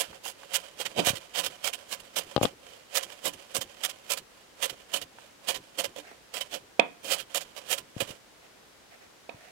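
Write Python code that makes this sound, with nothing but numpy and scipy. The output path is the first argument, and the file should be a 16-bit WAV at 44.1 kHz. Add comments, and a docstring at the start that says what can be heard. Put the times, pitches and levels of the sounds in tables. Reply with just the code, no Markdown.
"""A chef's knife shreds raw potato on a wooden board, close to the right side of a camera's two-port microphone.
Each stroke is a wet crunch of bursting cells, mostly followed by a second; the blade slides softly in between.
The board takes a few hard knocks, ringing as dying sines with a crack of noise and a short kitchen tail.
Dull bumps ring the camera shell, scraps of potato pat down, fingers wipe the blade and the table rumbles.
Behind it all lies a quiet, steady hiss of filtered noise."""
import sys
import numpy as np
from scipy import signal
from scipy.fft import rfft, irfft
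from scipy.io import wavfile
from scipy.ndimage import uniform_filter1d

SR = 44100
rng = np.random.default_rng(int(sys.argv[2]) if len(sys.argv) > 2 else 0)


def log_audio(samples):
    """Write samples as a 16-bit WAV file to the path given in sys.argv[1]."""
    # one column per channel
    frames = np.atleast_2d(samples).T
    # limit to full scale, then quantise
    limited = np.clip(frames, -1, 1)
    pcm = np.round(limited * 32767).astype(np.int16)
    wavfile.write(sys.argv[1], SR, pcm)


N = 419388

# knife strokes, levels ahead of the knife's mix gains:
# (t/s, rise/s, hold/s, level/dB, bass/dB, treble/dB, slide back level/dB, second crunch)
STROKES = [(0.008, 0.012, 0.0055, -21, 0, 1.5, -51, None),
           (0.251, 0.01, 0.052, -33.5, -2.5, 0.5, -50.5, None),
           (0.543, 0.0061, 0.015, -19, -21, 0.5, -52, (0.06, .002, -43)),
           (0.805, 0.013, 0.012, -26.5, 3, -3.5, -50.5, (0.052, 0.0018, -22)),
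           (0.989, .015, 0.011, -21, 22, -9, -64, None),
           (1.071, .013, 0.024, -17, -7, -2, -50.5, (.086, 0.011, -30.5)),
           (1.35, 0.0056, 0.053, -27, -2, -7, -48, None),
           (1.388, 0.012, 0.012, -23.5, -0.5, 0, -48.5, (0.049, 0.031, -25)),
           (1.649, .009, 0.029, -23, -7, -1.5, -50, (0.086, 0.0044, -26)),
           (1.925, 0.019, .013, -28.5, 1.5, -0.5, -53, (0.076, .002, -39)),
           (2.165, 0.0039, 0.024, -23, -0.5, .5, -48.5, (0.068, .002, -44)),
           (2.43, 0.0041, 0.009, -23.5, 16, 0, -49.5, None),
           (2.959, 0.0081, 0.015, -18, -7.5, 0, -47, (.072, 0.0022, -28)),
           (3.258, 0.012, 0.021, -24.5, 9.5, 1.5, -50.5, (0.077, .003, -38.5)),
           (3.552, 0.0042, 0.014, -23, 7, 2.5, -52.5, (0.061, 0.0082, -28)),
           (3.838, 0.0044, .013, -21, -11, 0.5, -55.5, (0.059, .002, -29)),
           (4.106, 0.0074, 0.022, -22, -4.5, 1, -61, (0.07, 0.0036, -29)),
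           (4.629, .007, 0.019, -21, -2.5, -1.5, -55.5, (0.069, 0.0025, -28)),
           (4.94, 0.0074, 0.029, -24.5, 2, -1.5, -57, (0.078, 0.0027, -29)),
           (5.489, 0.0087, 0.017, -20.5, 1, -2.5, -57.5, (0.059, 0.013, -28)),
           (5.791, 0.0073, 0.014, -23.5, 7.5, -0.5, -61, (0.052, 0.0056, -24)),
           (5.963, 0.0043, 0.035, -38.5, 15, -4.5, -62, None),
           (6.341, 0.0033, 0.043, -30.5, -1, -2, -54, (0.069, .003, -24.5)),
           (6.534, 0.014, 0.027, -28, 5.5, -6, -72, None),
           (7.048, 0.0096, 0.1, -33.5, 9.5, -0.5, -49, None),
           (7.121, 0.015, 0.017, -19, -7, -2, -70, (0.065, 0.024, -30.5)),
           (7.346, 0.002, 0.026, -22.5, -3.5, 0, -56, (0.065, 0.011, -32.5)),
           (7.575, 0.012, 0.0064, -33, 3, -5, -58, None),
           (7.714, 0.016, 0.019, -21.5, -3, 1.5, -66, (0.066, .004, -29.5)),
           (8.004, 0.0022, 0.0068, -22, 11.5, -1, -52, (.073, 0.033, -38.5))]
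# how the right-hand source reaches the two ports: (f/Hz, left minus right/dB)
BALANCE = [(60, 0), (170, -2), (300, -4), (540, -11), (750, -11), (1200, -16), (3000, -23), (6000, -27),
           (10000, -32), (15000, -32)]


def amp(db):
    """Decibels to gain."""
    return 10 ** (np.asarray(db) / 20)


def unit(x):
    """Scales to rms 1."""
    return x / np.sqrt(np.mean(x ** 2) + 1e-20)


def read(points, hz):
    """Reads a (f/Hz, value) table along log frequency."""
    f, value = np.transpose(points)
    return np.interp(np.log(hz + 1), np.log(f + 1), value)


def bins(size):
    """Frequencies of a real spectrum (Hz)."""
    return np.fft.rfftfreq(size, 1 / SR)


def add(mix, s, sound):
    """Mixes a sound in at time s (seconds)."""
    at = round(s * SR)
    sound = sound[..., max(-at, 0):]
    part = mix[..., max(at, 0):][..., :sound.shape[-1]]
    part += sound[..., :part.shape[-1]]


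def causal(db):
    """Minimum-phase impulse response of a gain curve."""
    mirrored = np.r_[db, db[-2:0:-1]]
    log_gain = np.log(amp(mirrored))
    spectrum = np.exp(np.conj(signal.hilbert(log_gain)))
    return np.fft.ifft(spectrum).real[:len(db)]


def ring(modes, t):
    """Sum of dying sines; each mode falls 60 dB in its t60."""
    return sum(amp(db) * np.exp(-np.log(1000) * t / t60) * np.sin(2 * np.pi * hz * t)
               for hz, db, t60 in modes)


def coloured(x, colour):
    """Shapes a noise by a (f/Hz, level/dB) table, at rms 1."""
    spectrum = rfft(x) * amp(read(colour, bins(len(x))))
    return unit(irfft(spectrum, len(x)))


def pair(a, b, likeness):
    """Blends two unrelated spectra into one that is partly like the first."""
    c = np.clip(read(likeness, bins(N)), 0, 1)
    return c * a + np.sqrt(1 - c ** 2) * b


def ripple(hz, width_hz, count=24):
    """A random curve of rms 1 along frequency, with bumps about width_hz wide."""
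    delay, phase = rng.random((2, count, 1))
    waves = np.cos(2 * np.pi * (delay * hz / (2 * width_hz) + phase))
    return unit(waves.sum(0))


def swells(rows):
    """Smooth bell-shaped rises and falls of pressure: (middle/s, half length/s, level/dB)."""
    t, pressure = np.arange(N) / SR, np.zeros(N)
    for s, half, db in rows:
        near = slice(max(int((s - 3 * half) * SR), 0), int((s + 3 * half) * SR))
        pressure[near] += amp(db) * np.exp(-((t[near] - s) / half) ** 2)
    return pressure


def hiss(left_db=-56, right_db=-56):
    """Steady room tone and microphone hiss; the ports share it mostly in the bass."""
    # colour of the background: (f/Hz, density level/dB)
    hiss_colour = [(20, -16), (50, -2.5), (110, -3), (200, 0.5), (520, 2.5), (850, -1), (2000, -4),
                   (4000, -7), (7000, -10.5), (11000, -16), (15500, -21)]
    # how alike the ports hear it: (f/Hz, likeness 0-1)
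    hiss_likeness = [(60, 0.82), (180, 0.31), (550, 0.12), (15000, 0.034)]
    a, b = rfft(rng.standard_normal((2, N))) * amp(read(hiss_colour, bins(N)))
    left = unit(irfft(a, N))
    right = unit(irfft(pair(a, b, hiss_likeness), N))
    return np.array([amp(left_db) * left, amp(right_db) * right])


def crunches():
    """Each stroke gives a crunch and mostly a second, a quick flick with less bass and treble."""
    for s, rise, hold, db, bass_db, treble_db, _, second in STROKES:
        mid_db = -0.5 + 0.46 * bass_db  # the low mids follow the bass
        yield s, rise, hold, db, bass_db, mid_db, treble_db
        if second:
            delay, second_hold, second_db = second
            second_rise = 0.0038  # s
            yield (s + delay, second_rise, second_hold, second_db,
                   bass_db - 4.5, mid_db - 3, treble_db - 2.5)


def grains(size, per_s=9000, spread_db=2.0, clump_db=0.97, snaps_per_s=130, snap_size=1.2,
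           snap_s=0.0043, order=150):
    """Cells burst as dense uneven clicks; now and then a whole layer tears at once and the crackle dies away."""
    clicks = rng.standard_normal(size) * (0.4 + (rng.random(size) < per_s / SR))
    sizes = amp(spread_db * np.minimum(rng.exponential(1, size), 4))
    clumps = amp(clump_db * unit(uniform_filter1d(rng.standard_normal(size), order)))
    snaps = (rng.random(size) < snaps_per_s / SR) * rng.uniform(0.28, 1, size) * snap_size ** 2
    snap_power = signal.lfilter([2], [1, -np.exp(-1 / (snap_s * SR))], snaps)
    tearing = np.sqrt(1 + snap_power)
    return unit(clicks * sizes * clumps * tearing)


def cuts(wander_db=2.0, wander_hz=170, steepness=1.29, fall_s=0.012, size=16384):
    """Each crunch swells, holds while the edge travels, and dies away, with its own random, gently uneven colour."""
    out, hz, lead = np.zeros(N), bins(size), 1 / 10
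    t = np.arange(size) / SR - lead  # leaves room for the rise
    for s, rise, hold, db, bass_db, mid_db, treble_db in crunches():
        away = np.maximum(-t, 0) / max(rise, 1e-4) + np.maximum(t - hold, 0) / fall_s
        force = amp(db) * np.exp(-away ** steepness)
        crunch = force * grains(size)
        # the stroke sets the energy, however the flesh tears
        crunch *= np.linalg.norm(force) / np.linalg.norm(crunch)
        tilt = read([(280, bass_db), (550, mid_db), (1500, 0), (4000, 0), (9000, treble_db)], hz)
        unevenness = wander_db * ripple(hz, wander_hz) * np.minimum(hz / 1200, 1)
        add(out, s - lead, signal.fftconvolve(crunch, causal(tilt + unevenness)))
    return out


def slides(sticking_db=2.0, order=900):
    """The blade rubs wet potato around each cut and again as it is drawn back, sticking a little as it goes."""
    # sliding is duller than cutting: (f/Hz, level/dB)
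    slide_tilt = [(150, 1), (550, 3.5), (1500, 5), (3200, 0.5), (4500, 0), (10000, -4), (15000, -7)]
    touch_delay_s, touch_half_s, touch_db = 0.021, 0.057, -21  # level relative to the cut
    slide_middle, slide_half = 0.56, 0.18  # drawing back, as shares of the pause
    last_pause_s = 0.23  # stands in for the pause after the last stroke
    starts, cut_db, back_db = np.transpose([(s, db, slide_db) for s, _, _, db, _, _, slide_db, _ in STROKES])
    pauses = np.diff(starts, append=starts[-1] + last_pause_s)
    drawing_back = swells(zip(starts + slide_middle * pauses, slide_half * pauses, back_db))
    touching = swells((s + touch_delay_s, touch_half_s, db + touch_db) for s, db in zip(starts, cut_db))
    sticking = amp(sticking_db * unit(uniform_filter1d(rng.standard_normal(N), order)))
    friction = (drawing_back + touching) * sticking * grains(N, snap_size=0.97)
    return irfft(rfft(friction) * amp(read(slide_tilt, bins(N))), N)


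def knife(cut_db=-0.42, slide_db=2.5, port_phase=1.84, size=4096):
    """Crunching and sliding ring board and blade; the left port is shaded and lags."""
    # smooth colour of a crunch: (f/Hz, level/dB)
    crunch_colour = [(30, -39.5), (120, -29.5), (180, -20), (350, -17.5), (450, -7.5), (900, -9),
                     (2000, -8), (4000, -6.5), (8000, -6), (10700, -11), (12000, -12), (15500, -16.5)]
    # resonances of board and blade under a crunch: (f/Hz, width/Hz, height/dB)
    body_peaks = [(170, 8.7, 11.5), (295.6, 15, 11.5), (545, 110, 13.5), (714, 96, 7), (1010, 28, 9),
                  (2430, 164, 5), (2775, 92, 3.5), (3086, 460, 10), (4130, 47, -9), (5760, 1800, -1.5),
                  (13070, 860, 3)]
    # how alike the ports hear the crunch: (f/Hz, likeness 0-1)
    crunch_likeness = [(100, 0.54), (550, 0.58), (3000, 0.41), (10000, .6)]
    hz = bins(size)
    peaks = sum(db / (1 + (2 * (hz - f) / width) ** 2) for f, width, db in body_peaks)
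    body = causal(read(crunch_colour, hz) + peaks)
    body /= np.linalg.norm(body)

    def source_spectrum():
        """Independent grains for the same strokes, through board and blade."""
        source = amp(cut_db) * cuts() + amp(slide_db) * slides()
        return rfft(signal.oaconvolve(source, body)[:N])

    right, other = source_spectrum(), source_spectrum()
    lag = np.exp(-1j * port_phase * np.minimum(bins(N) / 520, 1))  # port_phase in radians
    left = pair(right, other, crunch_likeness) * amp(read(BALANCE, bins(N))) * lag
    return irfft([left, right], N)


def rumble():
    """The table shakes briefly after each stroke, more under firm, bassy ones, at both ports alike."""
    # colour of the rumble: (f/Hz, level/dB)
    rumble_colour = [(20, -14), (60, -12), (125, -6.5), (200, -11), (400, -5), (2000, -60)]
    delay_s, half_s, shake_db, bass_limit_db = 0.1, 0.032, -33.5, 2  # level relative to the stroke
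    shakes = swells((s + delay_s, half_s, db + min(bass_db, bass_limit_db) + shake_db)
                    for s, _, _, db, bass_db, *_ in STROKES)
    return shakes * coloured(rng.standard_normal(N), rumble_colour)


def scraps(decay_s=0.0042, left_db=-3, size=2048):
    """Each scrap of potato lands on the board with a small damp pat, a dying burst of band-passed noise."""
    # falling scraps: (t/s, level before the left port's cut/dB, f/Hz)
    scrap_drops = [(0.129, -36, 1390), (0.259, -26, 970), (0.433, -33.5, 1300), (5.185, -35, 1160),
                   (6.114, -36, 730)]
    out, t = np.zeros((2, N)), np.arange(size) / SR
    for s, db, hz in scrap_drops:
        band = signal.butter(2, [hz / 1.96, hz * 1.29], "band", fs=SR)
        burst = rng.standard_normal((2, size)) * np.exp(-t / decay_s)
        pat = signal.lfilter(*band, burst)
        add(out, s, amp(db) * amp([[left_db], [0]]) * pat / abs(pat).max())
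    return out


def kitchen(x, first_s=0.0044, size=22050):
    """A short diffuse tail of noise dying at its own pace in each band, different at each port."""
    # decay of the kitchen: (f/Hz, t60/s)
    room_t60 = [(150, 0.38), (700, 0.22), (2500, 0.28), (8000, 0.12)]
    # colour of the kitchen: (f/Hz, level/dB)
    room_colour = [(100, 7), (250, 10), (550, -3.5), (1300, 13.5), (2550, -4), (3500, -1), (8000, -17)]
    hz, t, z = signal.stft(rng.standard_normal((2, size)), SR, nperseg=256)
    decay = np.exp(-np.log(1000) * t / read(room_t60, hz)[:, None])
    z = z * amp(read(room_colour, hz))[:, None] * decay
    tail = signal.istft(z, SR, nperseg=256)[1]
    tail *= np.arange(tail.shape[1]) / SR > first_s
    return signal.oaconvolve(x[None], tail / np.linalg.norm(tail[0]), axes=1)[:, :N]


def knocks(ring_rise=0.00036, crack_db=-13, low_hz=185, left_db=-2, wet_db=-17, wet_left_db=-21, size=16384):
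    """The edge cracks into the board, which gives a short hollow note; the blade rings a moment later."""
    # hard knocks on the board: (t/s, level/dB, crack and blade ring level/dB, room send level/dB)
    knock_events = [(0.991, -11.5, 0, 7), (6.7941, 0, 4, 1), (9.292, -22.5, 1, 4)]
    # modes of the struck board: (f/Hz, level/dB, t60/s)
    board_modes = [(240, -33.5, 0.045), (327, -20.5, 0.05), (549, 4, 0.014), (676, -6.5, 0.04),
                   (700, -40.5, 0.66), (927, -15, 0.045)]
    # the bright blade ring just after a knock: (f/Hz, level/dB, t60/s)
    blade_modes = [(1900, -42, 0.042), (2450, -40, 0.014), (2530, -4.5, 0.017), (2790, -10.5, 0.011),
                   (3430, -12, 0.0097)]
    # the broad crack of the edge biting the wood: (f/Hz, level/dB)
    crack_colour = [(300, -25), (1200, -9), (2500, 6), (4000, -0.5), (5000, -12), (8000, -17.5),
                    (15000, -45)]
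    ring_delay_s, crack_s = 0.0024, 0.0017  # blade after wood; time scale of the crack
    dry, send, t = np.zeros(N), np.zeros(N), np.arange(size) / SR
    late = np.maximum(t - ring_delay_s, 0)
    wood = ring(board_modes, t) * (1 - np.exp(-t / 0.001))
    steel = ring(blade_modes, late) * (1 - np.exp(-late / ring_rise))
    no_bass = signal.butter(4, low_hz, "high", fs=SR)  # a small board radiates no deep bass
    for s, db, treble_db, room_db in knock_events:
        crack_shape = (t / crack_s) ** 2 * np.exp(-t / crack_s)
        crack = amp(crack_db) * coloured(rng.standard_normal(size), crack_colour) * crack_shape
        blow = amp(db) * signal.lfilter(*no_bass, wood + amp(treble_db) * (steel + crack))
        add(dry, s, blow)
        add(send, s, amp(room_db) * blow)
    left = signal.oaconvolve(dry, causal(read(BALANCE, bins(size)) + left_db))[:N]
    return np.array([left, dry]) + amp([[wet_left_db], [wet_db]]) * kitchen(send)


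def bumps(level_db=-7.0, right_cut_hz=1100, shared_hz=110, flex_hz=330, scuff_db=1, scuff_s=0.0026, size=4096):
    """A push and a brief scuff, rounded by their cut-off, set the shell ringing; the right port hears it duller."""
    # dull bumps near the microphone, ahead of the common level and the shared bass:
    # (t/s, level/dB, cut-off f/Hz, left minus right/dB ahead of the right port's dulling)
    bump_events = [(1.072, -12.5, 900, 11), (1.102, -21.5, 170, 19), (1.133, -25, 200, 11),
                   (2.3634, -2, 2140, 9), (2.378, -6.5, 1090, 14), (2.4132, -6, 850, 13),
                   (2.4321, -5, 1000, 17), (2.449, -8, 700, 1), (2.4537, -6, 2310, 25),
                   (3.585, -26.5, 250, -11), (7.965, -20.5, 220, 17), (8.022, -20.5, 298, -15),
                   (8.104, -32, 200, 13), (9.344, -35.5, 150, 5)]
    # colour of a bump: (f/Hz, level/dB)
    bump_colour = [(25, -17), (60, -9), (110, 5), (200, 1.5), (300, 3), (380, -2.5), (540, 4.5),
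                   (800, -3.5), (1050, -3.5), (3000, -18.5), (15000, 1)]
    # ringing of the camera shell: (f/Hz, level/dB, t60/s)
    shell_modes = [(293, -34, 0.22), (586, -8, 0.015), (818, -17.5, 0.08), (1233, -22, 0.045)]
    out, t = np.zeros((2, N)), np.arange(size // 2 + 1) / SR
    push = causal(read(bump_colour, bins(size)))
    # the shell yields and springs back: an all-pass that leaves the colour alone
    give = np.exp(-2 * np.pi * flex_hz / SR)
    push = signal.lfilter([give, -1], [1, -give], push)
    scuff_band = signal.butter(2, [3000, 5200], "band", fs=SR)
    for s, db, cut_hz, pan_db in bump_events:
        rounded = signal.butter(2, min(cut_hz, SR / 3), fs=SR)
        soft = signal.lfilter(*rounded, push)
        scuff = signal.lfilter(*scuff_band, rng.standard_normal(len(t)))
        scuff = amp(scuff_db) * unit(scuff) * np.exp(-t / scuff_s)
        left = soft / abs(soft).max() + signal.lfilter(*rounded, ring(shell_modes, t) + scuff)
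        right = signal.lfilter(*signal.butter(1, right_cut_hz, fs=SR), left)
        sides = amp([[pan_db / 2], [-pan_db / 2]])
        add(out, s, amp(db + level_db) * sides / sides.mean() * np.array([left, right]))
    both = out.mean(0)  # the deep bass reaches both ports alike
    return both + signal.filtfilt(*signal.butter(1, shared_hz, "high", fs=SR), out - both)


def wipes(left_db=-5):
    """Wet fingers rub along the steel: swells of coloured grains, unrelated at the two ports."""
    # finger wipes: (middle t/s, half length/s, level at the right port/dB)
    wipe_events = [(6.085, 0.052, -47.5), (8.45, 0.035, -56), (8.935, 0.028, -50.5), (9.035, 0.03, -54),
                   (9.45, 0.083, -50.5)]
    # colour of a wipe: (f/Hz, level/dB)
    wipe_colour = [(150, -27), (450, -8), (730, 7.5), (880, -15), (1400, -6), (1850, -2), (2600, -4),
                   (3300, -13), (6000, -16), (15000, -28)]
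    rubbing = np.array([coloured(grains(N), wipe_colour) for _ in range(2)])
    return amp([[left_db], [0]]) * swells(wipe_events) * rubbing


def scene():
    """Knife, knocks, bumps and small handling sounds over the room tone."""
    return hiss() + knife() + rumble() + scraps() + knocks() + bumps() + wipes()


def record(dry):
    """The microphone input rounds off hard peaks; then the band limit."""
    rounded = dry / (1 + (dry / 0.9) ** 4) ** 0.25
    edge_hz = 15900
    low_pass = signal.firwin(511, edge_hz, window=("kaiser", 9), fs=SR)
    return signal.oaconvolve(rounded, low_pass[None], "same", axes=1)


dry = scene()
out = record(dry)
log_audio(out)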